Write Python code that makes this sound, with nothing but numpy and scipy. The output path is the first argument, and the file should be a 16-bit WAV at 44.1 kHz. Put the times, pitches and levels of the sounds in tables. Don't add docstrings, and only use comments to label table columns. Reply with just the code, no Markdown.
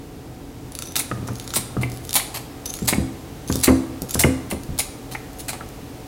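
import sys
import numpy as np
from scipy import signal
from scipy.fft import rfft, irfft, next_fast_len
from scipy.io import wavfile
from scipy.ndimage import uniform_filter1d

SR = 44100
rng = np.random.default_rng(int(sys.argv[2]) if len(sys.argv) > 2 else 0)


def generate_wav(sig):
    pcm = np.round(np.clip(np.atleast_2d(sig).T, -1, 1) * 32767).astype(np.int16)
    wavfile.write(sys.argv[1], SR, pcm)


N = 267687
TIME = np.arange(N) / SR

# start_s, length_s, level_db, blade_ring_hz, tilt_db_per_octave
BONE_CUTS = [(0.9566, 0.011, -19.5, 6250, 3.5), (.991, 0.0052, -18.5, 9000, 3),
             (1.271, 0.0055, -35, 5840, -1), (1.542, 0.01, -23, 8100, 4),
             (1.5605, 0.0062, -15.5, 8800, 1.5), (1.812, 0.017, -33.5, 8900, -1),
             (2.1396, .002, -17.5, 9900, 3), (2.153, 0.0069, -9.5, 10000, 1.5),
             (2.34, 0.032, -29, 11400, -1), (2.874, 0.019, -18, 7700, 1.5), (2.8829, .0033, -14, 8460, 0.5),
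             (3.634, 0.0053, -10.5, 7740, 1.3), (4.1908, 0.017, -14.5, 8740, 1.5),
             (4.5, .015, -29, 9700, 1.5), (4.787, 0.0073, -16, 9500, 1.8), (5.111, 0.032, -36.5, 9600, -1),
             (5.391, 0.0097, -33, 6560, 2.5), (5.481, 0.012, -24.5, 7840, -1),
             (5.529, 0.0093, -32, 8500, -3.5)]
# pitch_hz, level_db
CRUNCH_COLOUR = [(150, -30), (500, -3.5), (780, 10.5), (1100, 2), (1550, -2), (2200, 1.5), (3200, -0.5),
                 (4200, 4), (5400, -1.5), (7200, 1), (10000, 2.5), (12000, -1), (14300, -2.5), (16000, -6)]
CLUMP_DB = 3.2
CUT_RING_DB = -12

# start_s, level_db, tilt_db_per_octave
EDGE_TICKS = [(.721, -27.5, 2.5), (.752, -19.5, -0.5), (.789, -17, -1), (.823, -17.5, -2),
              (0.9564, -14, -3), (0.9651, -10, -2.5), (0.9913, -23, -2), (1.356, -27.5, 1),
              (1.3985, -22, -1.5), (1.477, -22, -4), (1.505, -22.5, -5), (1.5382, -15, -3.5),
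              (1.5588, -11.5, -1), (1.918, -26.5, -0.5), (2.093, -18.5, -1), (2.108, -20, 3),
              (2.130, -13, 1.5), (2.171, -13.5, -8), (2.657, -21, 4), (2.7393, -17.5, 1.5),
              (2.789, -27, -4), (3.4844, -26, 1), (3.525, -14, -1.5), (3.5566, -13, 5), (3.602, -26, 4),
              (4.0199, -16.5, 7.5), (4.109, -15, 4), (4.146, -10, 1), (4.1952, -5, 3), (4.6346, -28.5, 2),
              (4.7792, -24.5, 1), (4.7901, -16, 8)]
CATCHES_PER_S, CATCH_DB, CATCH_SPREAD_DB, CATCH_TILT_DB_PER_OCTAVE = 18, -34, -1.5, 6

# start_s, length_s, closing_s, first_squeal_hz, last_squeal_hz, squeal_db, scrape_db
BLADE_STROKES = [(0.81, 0.12, 0.23, 6000, 6040, -41, -46), (1.305, 0.48, 0.28, 6380, 7500, -52, -51),
                 (1.89, .24, .24, 7650, 8900, -57, -48), (2.65, 0.3, 0.2, 6040, 7860, -39, -40),
                 (3.472, 0.17, 0.081, 6230, 8100, -36, -34), (4.085, .07, .067, 6450, 8200, -33, -33),
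                 (5.31, 0.22, 0.14, 6150, 7700, -56, -63), (5.66, .06, .06, 7460, 7200, -57, -70)]
# pitch_hz, width_hz, level_db
BLADE_MODES = [(1347, 98, 12), (3650, 56, 19), (5020, 3600, 14.5), (6000, 3100, -5), (8800, 2800, 3.5),
               (10100, 830, 13.5), (13600, 930, 8)]
STROKE_ATTACK_S, STROKE_RELEASE_S = 0.0081, 0.01
CLOSING_CURVE = 1.62
STUTTER_DB = 6.5
SQUEAL_FADE_DB = -6

# start_s, level_db, focus_hz
HANDLE_CLACKS = [(1.002, -28, 2230), (1.8331, -19.5, 2320), (2.156, -38, 820), (2.198, -23.5, 1970),
                 (2.349, -35, 2280), (2.9265, -23.5, 1840), (2.933, -17.5, 2070), (3.674, -18, 2200),
                 (3.686, -19, 1920), (4.237, -11, 2480), (4.514, -24, 2340), (4.802, -23.5, 3000),
                 (5.15, -22, 1960)]
# pitch_hz, width_hz, level_db
HANDLE_MODES = [(756, 126, 11.5), (2080, 93, 3), (2220, 100, 4), (2780, 350, -4)]

# start_s, thud_db, hardness_hz, boom_db, blade_tip_tap_db
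BOARD_KNOCKS = [(1.113, -21.5, 586, -20.5, -21), (1.175, -25.5, 395, -22, -60),
                (1.228, -22.5, 296, -27, -60), (1.2858, -26.5, 990, -18.5, -31),
                (1.305, -25, 483, -22.5, -49), (1.567, -19.5, 670, -23, -43),
                (1.767, -16.5, 465, -12, -27.5), (1.831, -22, 497, -18, -39), (2.821, -16, 275, -19.5, -45),
                (2.927, -12.5, 600, -18, -27), (2.982, -8.5, 260, -12, -46),
                (3.4993, -11.5, 352, -14.5, -25.5), (3.556, -15.5, 352, -20, -37),
                (3.68, 0, 520, -10, -15.5), (4.02, -20.5, 510, -30, -61), (4.1543, -16.5, 620, -14.5, -28),
                (4.2446, -3, 520, -11, -19.5), (4.525, -17, 502, -23, -37), (4.691, -17.5, 84, -23, -51),
                (5.608, -34, 1100, -55, -29)]
BOARD_HZ, TAP_HZ, TAP_WIDTH_HZ = 216, 1236, 340
# pitch_hz, far_end_db, near_end_db, t60_s
BOARD_BOOM = [(79.5, -7, 2, 0.24), (122.2, 1, -5.5, 0.27), (198.2, -2, -17, 0.16)]
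FAR_S, NEAR_S = 2.55, 3.57
# pitch_hz, level_db, t60_s
COUNTER_MODES = [(194, -17, .2), (262.5, 2, .4), (326, -5.5, .36), (441, -16, .3), (506, -8, .24),
                 (549, -18, .25), (745, -19, .25)]
COUNTER_DB, COUNTER_GROWTH = -4, 1.53

# pitch_hz, t60_s
ROOM_DECAY = [(100, 0.58), (500, 0.81), (1400, 1), (2200, 0.56), (3500, 0.58), (9500, 0.49), (15000, 0.19)]
ROOM_TURNS_PER_S = 1.3

# pitch_hz, level_db_per_hz
AIR_SPECTRUM = [(12, -63), (20, -12), (38, 1), (95, -3), (126, -0.5), (197, -8.5), (276, -3.5),
                (365, -11.5), (431, -10), (620, -18), (754, -18), (1080, -24.5), (1250, -25), (1430, -27.5),
                (15800, -39)]
# pitch_hz, level_db
FAN_HUM = [(84, -53), (123.5, -48), (278.5, -49.5), (333.8, -54), (441, -55.5), (748.4, -55.5)]
HISS_DB, HISS_RISE_DB, HISS_RISE_S = 2.5, 3.5, (0.48, 1.2)

EDGE_HZ = 16000
CEILING = 0.57


def cuts(release=0.013, attack=0.0012, ring_width=750, ripple_db=2.5):
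    out, t = np.zeros(N), np.arange(SR // 8) / SR
    grid = np.linspace(0, SR / 2, 64)
    for start, length, db, ring_hz, tilt_db in BONE_CUTS:
        clumps = amp(CLUMP_DB * unit(uniform_filter1d(rng.standard_normal(len(t)), size=60)))
        push = (1 - np.exp(-t / attack)) * np.exp(-np.maximum(t - length, 0) / release)
        fractures = slips(len(t), per_s=4100, spread_db=3.5, fizz=0.54) * clumps * push
        ripple = ripple_db * rng.standard_normal(len(grid))

        def crunch_gain(hz):
            return amp(read(CRUNCH_COLOUR, hz) + np.interp(hz, grid, ripple)) * tilted(hz, tilt_db)

        crunch = unit(colour(fractures, crunch_gain))
        broad_ring = resonate(fractures, ring_hz, 3 * ring_width)
        ring = unit(resonate(broad_ring, ring_hz, ring_width))
        add(out, start, burst(crunch + amp(CUT_RING_DB) * ring, db, length + release / 2))
    return out


def ticks():
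    out = np.zeros(N)
    for start, db, tilt_db in EDGE_TICKS:
        add(out, start, tick(db, tilt_db))
    for start, length, *_ in BLADE_STROKES:
        jitters, sizes = rng.random(size=6), rng.standard_normal(size=6)
        for k, (jitter, size) in enumerate(zip(jitters, sizes)):
            delay = (k + jitter) / CATCHES_PER_S
            sound = tick(CATCH_DB + CATCH_SPREAD_DB * size, CATCH_TILT_DB_PER_OCTAVE)
            if delay < length:
                add(out, start + delay, sound)
    return out


def tick(db, tilt_db, decay=0.001, ring_db=-22, ring_decay=0.015):
    t = np.arange(SR // 16) / SR
    envelope = np.exp(-t / decay) + amp(ring_db) * np.exp(-t / ring_decay)
    drive = rng.standard_normal(len(t)) * envelope
    return burst(colour(drive, lambda hz: steel(hz) * tilted(hz, tilt_db)), db, 0.00065)


def scrape(squeal_width=200, shimmer_hz=10400, shimmer_width=1100, shimmer_db=-3):
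    out, t = np.zeros(N), np.arange(SR // 3) / SR
    for start, length, closing, first_hz, last_hz, squeal_db, scrape_db in BLADE_STROKES:
        squeal_hz = first_hz + (last_hz - first_hz) * np.minimum(t / closing, 1) ** CLOSING_CURVE
        release = np.exp(-np.maximum(t - length, 0) / STROKE_RELEASE_S)
        push = np.minimum(t / STROKE_ATTACK_S, 1) * release
        grip = unit(amp(STUTTER_DB * unit(uniform_filter1d(rng.standard_normal(len(t)), size=260))))
        stick_slip = slips(len(t), per_s=630, spread_db=10.5, fizz=1.0)
        broad_squeal = resonate(rng.standard_normal(len(t)), squeal_hz, squeal_width)
        squeal = unit(resonate(broad_squeal, squeal_hz, squeal_width))
        shimmer = unit(colour(stick_slip, lambda hz: peak(hz, shimmer_hz, shimmer_width) ** 2))
        grit = unit(unit(colour(stick_slip, steel)) + amp(shimmer_db) * shimmer)
        fading_squeal = amp(squeal_db + SQUEAL_FADE_DB * t / length) * squeal
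        add(out, start, push * grip * (fading_squeal + amp(scrape_db) * grit))
    return out


def clacks(focus_width=900, tap_delay=0.00107):
    out = np.zeros(N)
    for start, db, focus_hz in HANDLE_CLACKS:
        add(out, start, clack(db, lambda hz: body(hz, HANDLE_MODES) * peak(hz, focus_hz, focus_width)))
    for start, *_, tap_db in BOARD_KNOCKS:
        tap = clack(tap_db, lambda hz: peak(hz, TAP_HZ, TAP_WIDTH_HZ) * peak(hz, TAP_HZ, TAP_HZ))
        add(out, start + tap_delay, tap)
    return out


def clack(db, gain, decay=0.0047, chatter=0.28, top_hz=3200, bounce=0.13, bounce_s=0.00279):
    t = np.arange(SR // 12) / SR
    drive = chatter * rng.standard_normal(len(t)) * np.exp(-t / decay)
    add(drive, 0, [2])
    add(drive, bounce_s * (0.5 + rng.random()), [2 * bounce])
    return burst(colour(drive, lambda hz: gain(hz) / np.hypot(1, (hz / top_hz) ** 2)), db, 0.0041)


def knocks(rattle=0.046, rattle_decay=0.025, boom_rise=0.019, low_hz=150,
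           board_width=120, board_db=4, ring_rise=0.03):
    out, t = np.zeros(N), np.arange(SR * 3 // 5) / SR
    for start, db, hard_hz, boom_db, _ in BOARD_KNOCKS:
        drive = rattle * rng.standard_normal(len(t)) * np.exp(-t / rattle_decay)
        drive[0] -= 1
        blow = colour(drive, lambda hz: hz / np.hypot(hz, low_hz) / np.sqrt(1 + (hz / hard_hz) ** 5.62))
        thud = blow + amp(board_db) * resonate(blow, BOARD_HZ, board_width)
        boom = 0
        for hz, far_db, near_db, t60 in BOARD_BOOM:
            place_db = np.interp(start, [FAR_S, NEAR_S], [far_db, near_db])
            boom = boom + decaying_sine(t, hz, boom_db + place_db, t60)
        ring_db = COUNTER_DB + COUNTER_GROWTH * db
        ring = sum(decaying_sine(t, hz, ring_db + mode_db, t60) for hz, mode_db, t60 in COUNTER_MODES)
        slow_boom = boom * (1 - np.exp(-t / boom_rise))
        slow_ring = ring * (1 - np.exp(-t / ring_rise))
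        add(out, start, burst(thud, db, 0.0044) - slow_boom - slow_ring)
    return out


def kitchen(x, delay=0.002, near=1.0, near_decay=0.032):
    out = np.zeros(N)
    for k in range(3):
        hz, t, z = signal.stft(rng.standard_normal(SR // 2), SR, nperseg=256)
        decay = amp(-60 * t / read(ROOM_DECAY, hz)[:, None])
        tail = signal.istft(z * decay, SR, nperseg=256)[1]
        t = np.arange(len(tail)) / SR
        early = (1 - np.exp(-(t / delay) ** 2)) * (1 + near * np.exp(-t / near_decay))
        spectrum = rfft(tail * early)
        power = abs(spectrum) ** 2
        evening = np.sqrt(uniform_filter1d(power, size=1500) / uniform_filter1d(power, size=40))
        tail = irfft(spectrum * evening)[:SR * 2 // 5]
        share = np.sqrt(2 / 3) * np.cos(2 * np.pi * (ROOM_TURNS_PER_S * TIME + k / 3))
        out += signal.fftconvolve(x * share, tail / np.linalg.norm(tail))[:N]
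    return out


def air(air_db=-39.0, waver=0.34, low_hz=32):
    size = next_fast_len(N)
    hz = np.fft.rfftfreq(size, 1 / SR)
    shape = amp(read(AIR_SPECTRUM, hz)) / np.hypot(1, (low_hz / (hz + 1)) ** 4)
    rush = unit(irfft(rfft(rng.standard_normal(size)) * shape, size)[:N])
    hiss = signal.sosfilt(signal.butter(1, 500, "high", fs=SR, output="sos"), rush)
    hiss_gain = amp(HISS_DB + np.interp(TIME, HISS_RISE_S, [0, HISS_RISE_DB]))
    out = amp(air_db) * (rush + hiss * (hiss_gain - 1))
    knots = np.linspace(0, N / SR, 40)
    for pitch, db in FAN_HUM:
        swell, drift = (waver * np.interp(TIME, knots, row) for row in rng.standard_normal((2, len(knots))))
        out += amp(db) * np.sqrt(2) * (1 + swell) * np.sin(2 * np.pi * pitch * TIME + 2 * drift)
    return out


def amp(db):
    return 10 ** (np.asarray(db) / 20)


def unit(x):
    return x / np.sqrt(np.mean(x ** 2) + 1e-20)


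def read(points, hz):
    f, value = np.transpose(points)
    return np.interp(np.log(hz + 1), np.log(f + 1), value)


def add(mix, start, sound):
    part = mix[max(round(start * SR), 0):][:len(sound)]
    part += sound[:len(part)]


def burst(x, db, seconds):
    return x * amp(db) * np.sqrt(seconds * SR / (np.sum(x ** 2) + 1e-20))


def colour(x, gain, size=4096):
    log_gain = np.log(np.maximum(gain(abs(np.fft.fftfreq(size, 1 / SR)) + 1), 1e-5))
    taps = np.fft.ifft(np.exp(np.conj(signal.hilbert(log_gain)))).real
    return signal.fftconvolve(x, taps[:size // 2])[:len(x)]


def peak(hz, centre, width):
    return 1 / np.sqrt(1 + ((hz ** 2 - centre ** 2) / (hz * width)) ** 2)


def body(hz, modes):
    return np.sqrt(sum((amp(db) * peak(hz, f, w)) ** 2 for f, w, db in modes))


def steel(hz):
    return body(hz, BLADE_MODES)


def tilted(hz, tilt_db):
    return amp(tilt_db * np.log2(np.maximum(hz, 500)))


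def resonate(x, hz, width):
    turn = np.exp(2j * np.pi * np.cumsum(hz * np.ones(len(x))) / SR)
    r = np.exp(-np.pi * width / SR)
    return 2 * (turn * signal.lfilter([1 - r], [1, -r], x / turn)).real


def decaying_sine(t, hz, db, t60):
    return amp(db - 60 * t / t60) * np.sin(2 * np.pi * hz * t)


def slips(count, per_s, spread_db, fizz):
    size = amp(spread_db * np.minimum(rng.exponential(1, count), 3)) * rng.choice([-1, 1], count)
    clicks = unit(size * (rng.random(count) < per_s / SR))
    return clicks + fizz * rng.standard_normal(count)


def scene(blade_room_db=-8.5, clack_room_db=-11, board_room_db=-13):
    blades = cuts() + ticks() + scrape()
    handles = clacks()
    board = knocks()
    to_room = amp(blade_room_db) * blades + amp(clack_room_db) * handles + amp(board_room_db) * board
    room = kitchen(to_room)
    return (blades + handles + board + room + air())[None]


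def record(dry):
    rounded = dry / (1 + (dry / CEILING) ** 4) ** 0.25
    low_pass = signal.firwin(401, EDGE_HZ, window=("kaiser", 9), fs=SR)
    return signal.oaconvolve(rounded, low_pass[None], "same")


dry = scene()
out = record(dry)
generate_wav(out)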